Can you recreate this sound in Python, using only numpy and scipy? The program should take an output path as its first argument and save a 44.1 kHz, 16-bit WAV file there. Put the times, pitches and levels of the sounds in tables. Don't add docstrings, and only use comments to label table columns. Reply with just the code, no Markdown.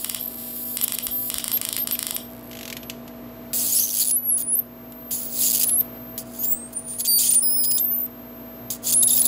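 import sys
import numpy as np
from scipy import signal
from scipy.fft import rfft, irfft, next_fast_len
from scipy.io import wavfile
from scipy.ndimage import uniform_filter1d, minimum_filter1d, map_coordinates

SR = 44100
rng = np.random.default_rng(int(sys.argv[2]) if len(sys.argv) > 2 else 0)


def makeup_ratio(level_db):
    decades = np.asarray(level_db, float) / 20
    return 10 ** decades


def put_to_file(sound):
    columns = np.atleast_2d(sound).T
    safe = np.clip(columns, -1, 1)
    whole_steps = np.round(safe * 32767)
    wavfile.write(sys.argv[1], SR, whole_steps.astype(np.int16))


N = 408804
T = np.arange(N) / SR
MOVED_S = 2.45


def unit(x):
    return x / np.sqrt(np.mean(x ** 2) + 1e-20)


def along(points, hz):
    f, v = np.transpose(points)
    return np.interp(np.log(hz + 1), np.log(f + 1), v)


def wobble(rate):
    coarse = T[::8]
    knots = rng.standard_normal(int(N * rate / SR) + 4)
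    return np.interp(T, coarse, map_coordinates(knots, [coarse * rate]))


def filtered(x, response):
    m = next_fast_len(N + 8192)
    return irfft(rfft(x, m) * response(np.fft.rfftfreq(m, 1 / SR)), m)[:N]


def spans(tables):
    for rows in tables:
        s, *cols = np.transpose(rows)
        part = slice(round(s[0] * SR), round(s[-1] * SR))
        yield part, [np.interp(T[part], s, c) for c in cols]


def song(tables, jitter_hz, flutter_db):
    out = np.zeros(N)
    tremble = jitter_hz * wobble(700)
    flutter = makeup_ratio(flutter_db * wobble(150))
    for part, (hz, *levels_db) in spans(tables):
        turn = 2 * np.pi * np.cumsum(hz + tremble[part]) / SR
        count = np.arange(len(hz))
        edge = np.minimum(1, np.minimum(count, count[::-1]) / 30)
        multiples = sum(np.sqrt(2) * makeup_ratio(db) * np.sin(k * turn + k * k) for k, db in enumerate(levels_db, start=1))
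        out[part] = edge * multiples
    return out * unit(flutter)


def notes(rows, shape):
    shape = np.array(shape)
    return [[(a, f, *(db + shape)), (b, g, *(db + shape))] for a, b, f, g, db in rows]


def patterns(tables):
    return [[(s, hz, *(db + np.array(shape))) for s, hz, db in rows] for shape, rows in tables]


def snap(kicks, body):
    def response(f):
        return sum((-1) ** k * makeup_ratio(db) * 1j * f * w / (c * c - f * f + 1j * f * w)
                   for k, (c, w, db) in enumerate(body))
    return filtered(kicks, response)


# centre in Hz, width in Hz, level in dB.
CUP_BAND = [(6300, 1900, -2)]


def in_cup(x):
    return x - snap(x, CUP_BAND)


# frequency in Hz, level in dB.
HUM_LINES = [(57.8, -56.5), (119.3, -54.5), (240.1, -42.5), (294, -52.5), (479.6, -57), (654.6, -50),
             (1039, -65), (1163, -64)]
# frequency in Hz, density in dB per Hz.
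AIR_COLOUR = [(30, -46), (118, -4.5), (185, -12), (243, -6.5), (657, -11.5), (978, -16.5), (11500, -42),
              (16000, -40)]
# time in seconds, level in dB.
SHOP_LEVEL = [(0.0, -43), (3.59, -39.5), (3.92, -45.5), (5.96, -39.5), (7.2, -43.5), (9.27, -39)]


def shop():
    lines = sum(np.sqrt(2) * makeup_ratio(db + 0.9 * wobble(9)) * np.sin(2 * np.pi * hz * T + 0.36 * wobble(6))
                for hz, db in HUM_LINES)
    noise = unit(filtered(rng.standard_normal(N), lambda hz: makeup_ratio(along(AIR_COLOUR, hz))))
    level_db = np.interp(T, *np.transpose(SHOP_LEVEL))
    return makeup_ratio(level_db + 40.5) * (lines + makeup_ratio(-44.5 + 0.51 * wobble(9.4)) * noise)


# time in seconds, frequency in Hz.
CORE_PITCH = [(0, 12365), (2.19, 12320), (2.3, 12430), (2.9, 12410), (3.5, 12345), (9.27, 12355)]
# start and end in seconds, start and end level in dB.
IDLE_WHINE = [(0, 0.294, -45, -40), (0.294, .82, -39, -30), (.85, 1.02, -58, -45), (1.025, 1.07, -23, -27),
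              (1.111, 1.304, -23.5, -30.5), (1.298, 1.52, -45, -49), (1.585, 1.78, -55, -45),
              (1.845, 1.92, -48, -38), (1.956, 2.14, -48, -38), (2.143, 2.16, -18, -25),
              (2.18, 2.42, -36.5, -55), (2.428, 2.7, -47, -49), (2.705, 2.767, -53, -48),
              (2.78, 2.897, -47, -43), (2.9, 3.53, -54, -48), (4.603, 5.111, -53, -40.5),
              (5.812, 6.183, -43, -41.5), (8.07, 8.708, -46, -44)]
# start in seconds, length in seconds, level in dB.
CORONA_FITS = [(.0355, .0012, -28), (.0385, .001, -29), (.0432, .002, -22), (.093, .0035, -25),
               (.1452, .0016, -24), (.1942, .0012, -27), (.199, .0015, -24), (.2052, .0014, -25),
               (.2102, .004, -22), (.2262, .0055, -24), (.238, .0028, -24), (.2452, .0016, -23),
               (.2505, .002, -24), (.2575, .0058, -23), (.2772, .0075, -25), (.356, .002, -24)]
LEADER_S, LEADER_DB = .0015, -32


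def core_pitch(s):
    return np.interp(s, *np.transpose(CORE_PITCH))


def whine():
    times = np.array([-1] + SPARK_TIMES + [99])
    last = np.searchsorted(times, T, side="right") - 1
    since, until = T - times[last], times[last + 1] - T
    idle_curves = [[(a, core_pitch(a), up), (b, core_pitch(b), to)] for a, b, up, to in IDLE_WHINE]
    fit_curves = [[(s, core_pitch(s), db), (s + length, core_pitch(s), db)] for s, length, db in CORONA_FITS]
    idle = song(idle_curves, jitter_hz=4, flutter_db=1)
    fits = song(fit_curves, jitter_hz=40, flutter_db=1)
    leader = np.sqrt(2) * makeup_ratio(LEADER_DB) * np.sin(2 * np.pi * core_pitch(0) * T) * (until < LEADER_S)
    recharge = 1 - np.exp(-(since / 0.05) ** 2)
    return idle * recharge + fits + leader


# brightness in dB, then rows of time in seconds, strength in dB.
CHAOTIC_ARCS = [
    (5, [(0, -44.5), (.19, -63), (.55, -61), (.56, -49.5), (.765, -50)]),
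    (8, [(1.08, -56), (1.226, -51), (1.295, -48)]),
    (6.5, [(3.532, -37.5), (3.8, -38), (3.914, -33.5), (3.922, -38), (3.93, -31.5), (4.018, -27), (4.078, -35), (4.115, -30)]),
    (5, [(5.2, -60), (5.251, -59), (5.447, -30), (5.511, -23.5), (5.523, -30.5), (5.551, -26), (5.591, -32), (5.599, -28.5), (5.645, -25)]),
    (4.5, [(6.255, -65), (6.33, -60), (6.345, -53), (6.47, -54), (6.62, -68), (6.87, -65), (6.88, -52), (6.945, -51), (6.98, -60)]),
    (4.5, [(6.98, -52), (7.007, -30.5), (7.045, -77.5)]),
    (1.5, [(7.075, -50), (7.184, -48), (7.186, -31), (7.279, -31), (7.295, -42), (7.347, -49), (7.41, -54)]),
    (2, [(8.82, -61), (8.845, -41), (8.889, -29.5), (8.915, -29.5)]),
    (7, [(9.075, -35), (9.197, -28.5), (9.213, -42), (9.221, -24), (9.233, -52), (9.257, -25), (9.27, -36)]),
]
# start in seconds, length in seconds, strength in dB, brightness in dB.
FLARE_BURSTS = [(0.839, 0.0072, -39.5, 16), (0.946, 0.007, -34.5, 3), (1.03, 0.035, -54, 10),
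                (4.376, 0.05, -47.5, 17), (6.432, .028, -47, 4), (6.728, 0.012, -58, 12),
                (6.79, .008, -60, 10), (7.047, 0.028, -27.5, -1.5), (7.305, 0.017, -37, 7),
                (7.335, 0.018, -38, 8.5), (7.638, 0.018, -35.5, -1), (7.712, 0.01, -37, 8.5),
                (8.924, 0.017, -27, 4), (8.956, 0.094, -45.5, -4), (9.027, 0.013, -27.5, 5)]
# start in seconds, length in seconds, strength in dB, brightness in dB, loss in dB.
FRESH_FLASHES = [
    (5.111, 0.16, -39, 8.5, 17),
    (5.67, 0.16, -49, 13, 18),
    (6.178, 0.052, -40.5, 8, 22),
    (7.78, 0.034, -29.5, -5, 32.5),
    (8.703, 0.067, -33, 3.5, 22),
]
MISSED_STRIKES = [7.086, 7.095, 7.117, 7.121, 7.135, 7.148, 7.157, 7.163, 7.36, 7.752]
SLIP_S, SLIP_DB = .002, -40
# time in seconds, depth in dB.
SPUTTER_DEPTH = [(3.8, .8), (3.87, 4.5), (4.2, 3.5), (5.42, 1), (5.49, 4), (6.2, 1), (6.7, 1.5), (7.17, 4),
                 (7.19, 1), (8.85, 1.5), (9.1, 4)]
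# frequency in Hz, level in dB.
LOW_COLOUR = [(1200, -48), (2500, -9), (4500, -2), (5900, -1.5), (7000, 0), (9000, 2.5), (12000, -31)]
HIGH_COLOUR = [(5000, -22), (8500, -17), (11000, 6), (12600, 3), (13500, 9), (15300, 12), (16500, -3.5)]
# frequency in Hz, level in dB.
BENCH_RIPPLES = [(4000, -3), (4700, 5), (5800, -3.5), (6500, 2.5), (8500, -0.5), (9100, -5.5), (9800, 2),
                 (12400, -7.5)]
BRIGHTER, USUAL_DB = 0.073, -31


def sizzle():
    rate, scatter_db, hop_db = 16000, 2, -4
    struck = rng.random(N) < rate / SR
    strikes = unit(struck * makeup_ratio(scatter_db * rng.standard_normal(N)) * rng.choice([-1, 1], N))
    turn = 2 * np.pi * np.cumsum(3450 + 300 * wobble(45) + 300 * wobble(900)) / SR
    locked = unit(sum(makeup_ratio(4 * wobble(300)) * np.sin(k * turn) for k in range(1, 5)))
    chaos = strikes + makeup_ratio(hop_db) * locked

    def coloured(colour):
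        return unit(filtered(chaos, lambda hz: makeup_ratio(along(colour, hz) + along(BENCH_RIPPLES, hz)) * (hz > 300)))

    low, high = coloured(LOW_COLOUR), coloured(HIGH_COLOUR)
    throb = np.sin(2 * np.pi * np.cumsum(115 + 35 * wobble(40)) / SR)
    sputter = 1.6 * np.minimum(.3, throb + .4 * wobble(200))
    one_by_one = (T > 3.84) & (T < 5.66)
    sputter = np.where(one_by_one, .2 + .4 * wobble(500), sputter)
    depth_db = np.interp(T, *np.transpose(SPUTTER_DEPTH))
    slips = [(s, SLIP_S, SLIP_DB, 2) for s in MISSED_STRIKES]
    arcs = CHAOTIC_ARCS + [(b, [(s, db), (s + length, db)]) for s, length, db, b in FLARE_BURSTS + slips]
    arcs += [(b, [(s, db), (s + length, db - loss)]) for s, length, db, b, loss in FRESH_FLASHES]
    out = np.zeros(N)
    for (bright_db, _), (part, (low_db,)) in zip(arcs, spans([rows for _, rows in arcs])):
        high_db = low_db + bright_db + BRIGHTER * (USUAL_DB - low_db)
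        both = makeup_ratio(low_db + 8.0) * low[part] + makeup_ratio(high_db + 9.0) * high[part]
        out[part] += makeup_ratio(depth_db[part] * (sputter[part] - 2.12)) * both
    return out


SPARK_TIMES = [0.0458, 0.0973, 0.1471, 0.7706, 0.8129, 0.8804, 0.9217, 0.9862, 1.0679, 1.3006, 1.3421,
               1.3832, 1.4422, 1.48, 1.517, 1.6145, 1.6511, 1.6889, 1.728, 1.7654, 1.8731, 1.9114, 1.9913,
               2.0281, 2.0676, 2.1085, 2.164]
# time in seconds, peak in dB.
ARC_BREAKS = [(3.5328, -22), (4.108, -43), (4.9227, -36), (5.1088, -28), (5.686, -29), (5.6942, -19.5),
              (5.8095, -29), (6.179, -23), (6.731, -44), (6.936, -34), (7.0086, -27), (8.0645, -38),
              (8.703, -35)]
# delay in seconds, level in dB.
BENCH_ECHOES = [(0, -25.5), (.001, -38), (.0034, -33), (.006, -43.5), (.009, -84)]
# centre in Hz, width in Hz, level in dB.
SPARK_BODY = [(1250, 1470, 0.5), (4000, 3400, 3.5), (10100, 5700, 3), (13700, 8600, -12)]
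SPARK_DB, SPARK_SPREAD_DB = -7, 1.5


def sparks():
    kicks, t = np.zeros(N), np.arange(400) / SR
    fade = makeup_ratio(np.interp(t, *np.transpose(BENCH_ECHOES)))
    usual = rng.standard_normal(len(t))
    for s, db in zip(SPARK_TIMES, SPARK_DB + SPARK_SPREAD_DB * rng.standard_normal(len(SPARK_TIMES))):
        at = round(s * SR) + 24
        kicks[at - 24:at] += makeup_ratio(db - 10) * rng.standard_normal(24)
        kicks[at:at + 2] += makeup_ratio(db + 25.5) * np.array([1, -.7])
        echoes = np.gradient(uniform_filter1d(usual + 0.7 * rng.standard_normal(len(t)), size=3))
        kicks[at + 4:][:len(t)] += makeup_ratio(db + 33.0) * fade * echoes
    for s, db in ARC_BREAKS:
        kicks[round(s * SR):][:2] += makeup_ratio(db + 19) * np.array([-1, 1])
    return snap(kicks, SPARK_BODY)


# time in seconds, depth in dB.
DROP_OUTS = [(.267, 14), (.329, 11), (.352, 12), (.648, 16), (3.637, 4), (3.685, 4), (3.793, 6), (3.849, 6),
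             (3.8587, 9), (3.8687, 8), (3.8777, 9), (3.887, 8), (3.8979, 11), (3.907, 8), (3.9173, 9),
             (3.928, 8), (3.9372, 10), (3.9465, 9), (3.9571, 8), (3.966, 8), (3.976, 7), (3.985, 6),
             (3.9933, 9), (4.0341, 8), (4.0427, 12), (4.051, 9), (4.058, 8), (4.0658, 9), (4.071, 8),
             (4.0806, 8), (4.0898, 10), (4.1053, 10), (5.479, 6), (5.4893, 9), (5.4973, 10), (5.5067, 11),
             (5.515, 9), (5.5244, 14), (5.5462, 6), (5.5657, 9), (5.575, 8), (5.5829, 7), (5.5898, 13),
             (5.6098, 9), (5.6284, 13)]
LULL_S_PER_DB = .00022


def lulls():
    dip_db = np.zeros(N)
    for s, db in DROP_OUTS:
        part = slice(round((s - .012) * SR), round((s + .012) * SR))
        dip_db[part] -= 1.1 * db * np.exp(-((T[part] - s) / (LULL_S_PER_DB * db)) ** 4)
    return makeup_ratio(dip_db)


# start in seconds, end in seconds, ticks per second, level in dB.
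CORONA_TICKS = [
    (.19, 0.366, 230, -43),
    (0.372, 0.569, 420, -44),
    (2.296, 2.51, 70, -50),
]
# centre in Hz, width in Hz, level in dB.
TICK_BODY = [(3600, 3500, 1), (12000, 8000, 8)]


def corona():
    rate, size_db = (sum(row[k] * ((T >= row[0]) & (T < row[1])) for row in CORONA_TICKS) for k in (2, 3))
    count = np.cumsum(rate * makeup_ratio(2 * wobble(40) + 1.5 * wobble(500))) / SR
    ticks = np.diff(np.floor(count), prepend=0) * makeup_ratio(size_db + 21.0 + 1.8 * rng.standard_normal(N))
    return snap(lulls() * ticks, TICK_BODY)


# start and end in seconds, start and end rate in Hz, level in dB.
LEANING_RATES = [(3.535, 3.72, 13800, 13950, -27), (3.535, 3.7, 11100, 11000, -33),
                 (3.56, 3.72, 8300, 8300, -36), (3.93, 4.04, 11200, 11300, -28),
                 (3.738, 3.8, 4300, 4900, -28), (3.738, 3.79, 8000, 8200, -32),
                 (3.8, 3.85, 6100, 6300, -29), (5.11, 5.24, 7000, 7000, -40), (5.4, 5.5, 4700, 4700, -34),
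                 (.56, .765, 14000, 14000, -42), (7.19, 7.24, 3000, 3300, -36),
                 (9.145, 9.2, 4300, 3500, -33), (4.01, 4.03, 4700, 4700, -28),
                 (5.2, 5.44, 15500, 15600, -31), (5.435, 5.565, 7000, 6700, -24.5),
                 (5.49, 5.645, 13600, 13800, -28), (7.19, 7.29, 6800, 7000, -35),
                 (8.865, 8.91, 7000, 7000, -29), (8.924, 8.94, 7200, 7000, -25),
                 (9.145, 9.2, 14700, 15600, -22), (9.225, 9.255, 15500, 15500, -22)]


def leaning():
    return song(notes(LEANING_RATES, [0]), jitter_hz=300, flutter_db=3)


# start and end in seconds, start and end rate in Hz, level in dB.
BRIEF_NOTES = [(.82, .848, 12100, 12400, -24), (.93, .952, 13200, 12450, -26),
               (1.525, 1.575, 12700, 12800, -20), (1.782, 1.842, 12950, 12950, -25),
               (1.92, 1.955, 13200, 12200, -22), (5.645, 5.668, 10350, 9800, -26.5),
               (5.668, 5.687, 10000, 13300, -21), (6.985, 7.009, 11100, 11300, -29),
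               (7.009, 7.047, 10700, 10100, -30.5), (7.19, 7.29, 9300, 9300, -26.5),
               (7.29, 7.397, 9300, 9240, -15.5), (7.4, 7.415, 9250, 9200, -23),
               (7.416, 7.425, 10050, 10280, -21), (7.055, 7.07, 9500, 9450, -30),
               (5.687, 5.696, 9800, 9750, -17), (4.55, 4.561, 11000, 12800, -19),
               (4.567, 4.586, 13400, 11800, -21), (4.588, 4.602, 12150, 13900, -18),
               (8.91, 8.925, 9300, 9290, -21), (8.94, 8.955, 9140, 9150, -19),
               (8.955, 9.075, 10630, 10700, -16), (9.088, 9.104, 11300, 12700, -23),
               (9.115, 9.13, 10900, 10600, -19), (9.152, 9.164, 11700, 12400, -23),
               (9.168, 9.18, 11900, 10800, -25), (9.2, 9.22, 10650, 10700, -14.5),
               (9.258, 9.27, 10640, 10550, -17)]
STRONG_DB = -40


def chirps():
    broken = sum((T > s) & (T < s + length) for s, length, db, _ in FLARE_BURSTS if db > STRONG_DB)
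    return makeup_ratio(-14 * broken) * song(notes(BRIEF_NOTES, [0]), jitter_hz=70, flutter_db=1.8)


# time in seconds, peak in dB.
HIDDEN_SPITS = [
    (.84, -15),
    (1.3976, -16),
    (1.574, -13.5),
    (1.778, -13),
    (1.952, -16.5),
    (2.7677, -14.5),
    (2.831, -23),
    (2.898, -11.5),
    (3.0782, -26.5),
]
OPENING_RUN = [2.5132, 2.5305, 2.5514, 2.57, 2.5895, 2.61, 2.6302, 2.6537, 2.678, 2.7008, 2.7265]
RUN_DB, RUN_DB_PER_S = -23, 45
# centre in Hz, width in Hz, level in dB.
FAR_BODY = [(3010, 1600, 0.5), (7450, 1800, -4.5), (12000, 1800, -3)]
BOX_HZ, BOX_SPREAD_HZ, BOX_T60_S, BOX_DB = 2900, 300, .014, -15


def spits():
    kicks, rings, t = np.zeros(N), np.zeros(N), np.arange(900) / SR
    run = [(s, RUN_DB + RUN_DB_PER_S * (s - OPENING_RUN[0])) for s in OPENING_RUN]
    for s, db in HIDDEN_SPITS + ARC_BREAKS + run:
        at = round(s * SR)
        kicks[at:][:len(t)] += makeup_ratio(db - 5.5 - 20 * t / 0.013) * rng.standard_normal(len(t))
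        hz = rng.normal(BOX_HZ, BOX_SPREAD_HZ) + 500 * uniform_filter1d(rng.standard_normal(len(t)), size=12)
        ring = makeup_ratio(db + BOX_DB - 60 * t / BOX_T60_S) * np.sin(2 * np.pi * np.cumsum(hz) / SR)
        rings[at:][:len(t)] += (MOVED_S < s < 3.2) * ring
    return snap(kicks, FAR_BODY) + rings


# time in seconds, level in dB.
HAND_SHIFTS = [
    (1.09, -41),
    (1.365, -41),
]


def thumps():
    return sum(makeup_ratio(db) * np.exp(-((T - s) / 0.014) ** 2) * np.sin(2 * np.pi * 65 * (T - s))
               for s, db in HAND_SHIFTS)


# level of each multiple in dB, then rows of time in seconds, pattern rate in Hz, level in dB.
PAIRED_STRIKES = [
    ([0, 0], [(3.721, 6820, -25), (3.737, 7000, -21)]),
    ([-14, 0], [(6.39, 6550, -30), (6.43, 6800, -26), (6.445, 7350, -24), (6.495, 7520, -24), (6.525, 7780, -15.5), (6.56, 8150, -22)]),
]


def paired_arc():
    return song(patterns(PAIRED_STRIKES), jitter_hz=90, flutter_db=2.0)


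# level of each multiple in dB, then rows of time in seconds, pattern rate in Hz, level in dB.
FRAYED_STRIKES = [
    ([-11, 0], [(3.745, 4950, -24), (3.775, 5550, -17.5), (3.79, 5750, -19), (3.805, 6000, -24), (3.845, 6100, -22.5)]),
    ([0, -2], [(3.845, 6200, -28), (3.93, 6040, -36)]),
    ([0, -17, -9], [(9.083, 5370, -35), (9.093, 5100, -28), (9.104, 4840, -30)]),
    ([-16, -22, 0], [(9.144, 5100, -40), (9.182, 5000, -18), (9.2, 5100, -21)]),
]


def frayed_arc():
    return song(patterns(FRAYED_STRIKES), jitter_hz=250, flutter_db=4)


# time in seconds, strike rate in Hz, level in dB.
STEADY_STRIKES = [
    [(4.06, 9700, -30), (4.075, 10000, -20), (4.098, 9800, -24), (4.108, 10550, -21), (4.148, 10700, -18.5),
     (4.176, 11860, -21), (4.214, 11900, -33.5), (4.308, 11280, -17.5), (4.38, 10070, -23.5)],
    [(4.43, 9600, -24.5), (4.458, 9430, -37), (4.478, 9960, -25.5), (4.55, 10770, -18)],
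    [(5.698, 10970, -22), (5.706, 11300, -21), (5.722, 10840, -19), (5.772, 11270, -20), (5.78, 11710, -21),
     (5.792, 13190, -17), (5.802, 13390, -14), (5.812, 12500, -15)],
    [(6.56, 8270, -36), (6.662, 8460, -38), (6.718, 8600, -61), (6.772, 9230, -23), (6.828, 9400, -48),
     (6.87, 9600, -34), (6.908, 9100, -30.5), (6.98, 9800, -37.5)],
    [(7.797, 12480, -19), (7.831, 13040, -21), (7.841, 12870, -24), (7.849, 13750, -18),
     (7.861, 13320, -24), (7.913, 13510, -22), (8.05, 13600, -26), (8.065, 13700, -30)],
]


def steady_arc():
    return song(STEADY_STRIKES, jitter_hz=50, flutter_db=1.2)


# level of each multiple in dB, then rows of time in seconds, pattern rate in Hz, level in dB.
HALVED_STRIKES = [
    ([-3.5, -2, 1], [(7.075, 4660, -24), (7.093, 4690, -21.5), (7.185, 4586, -20.5)]),
    ([-12.5, -5.5, 0], [(7.425, 5210, -22), (7.459, 5034, -19.5), (7.563, 5204, -21.5), (7.601, 5100, -20), (7.655, 4960, -23), (7.71, 5180, -20), (7.725, 4990, -22), (7.775, 5110, -19.5)]),
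]


def halved_arc():
    return song(patterns(HALVED_STRIKES), jitter_hz=20, flutter_db=0.5)


# start and end in seconds, start and end rate in Hz, level in dB.
TRIPLE_STRIKES = [
    (7.775, 7.797, 3600, 3700, -35.5),
    (9.026, 9.041, 3770, 3760, -29.5),
    (9.075, 9.083, 3700, 3720, -28),
    (9.104, 9.115, 3700, 3520, -28),
    (9.13, 9.144, 3660, 3790, -28),
    (9.17, 9.18, 3900, 3700, -34.5),
    (9.227, 9.238, 4080, 4080, -36),
    (9.239, 9.248, 3950, 3950, -33),
    (9.254, 9.259, 3720, 3600, -26),
]
TRIPLE_SHAPE = [-2.5, 2.5, 10, 1]


def thirds_arc():
    return song(notes(TRIPLE_STRIKES, TRIPLE_SHAPE), jitter_hz=60, flutter_db=2.5)


# frequency in Hz, level in dB.
TAIL_COLOUR = [(600, 6), (1500, -1), (2500, -4), (3300, 2.5), (4300, -1.5), (5500, -2), (8000, -6),
               (15000, -2.5)]


def spark_tail(bang):
    return filtered(bang, lambda hz: makeup_ratio(along(TAIL_COLOUR, hz)))


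# frequency in Hz, decay time (60 dB) in seconds.
ROOM_DECAY = [(500, 0.086), (4000, 0.3), (8000, 0.26), (15000, 0.17)]


def room(x):
    hz, t, z = signal.stft(rng.standard_normal(SR // 2), SR, nperseg=256)
    tail = signal.istft(z * makeup_ratio(-60 * t / along(ROOM_DECAY, hz)[:, None]), SR, nperseg=256)[1]
    delayed = np.pad(x, (180, 0))
    return signal.fftconvolve(delayed, tail / np.linalg.norm(tail))[:N]


def scene():
    hiss = sizzle()
    arc = hiss - snap(hiss * (T < MOVED_S), CUP_BAND)
    arc += paired_arc() + frayed_arc() + steady_arc() + halved_arc() + thirds_arc() + chirps()
    arc = lulls() * (arc + leaning())
    arc += in_cup(corona())
    bang, spit = in_cup(sparks()), spits()
    wet = makeup_ratio(-16.5) * arc + makeup_ratio(-14.5) * spit + makeup_ratio(-13.5) * spark_tail(bang)
    return (arc + bang + spit + whine() + room(wet) + shop() + thumps())[None]


def top_cut(x):
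    return signal.sosfilt(signal.butter(12, 16830, fs=SR, output="sos"), x)


TOP_HZ = 15780


def record(dry):
    x = filtered(dry[0], lambda hz: makeup_ratio(np.interp(hz, [TOP_HZ - 150, TOP_HZ + 150], [0, -55])))
    need = np.minimum(1, .7 / (np.abs(x) + 1e-9))
    held = minimum_filter1d(need, size=500, origin=215)
    gain = uniform_filter1d(held, size=40)
    return top_cut((x * gain)[None])


dry = scene()
out = record(dry)
put_to_file(out)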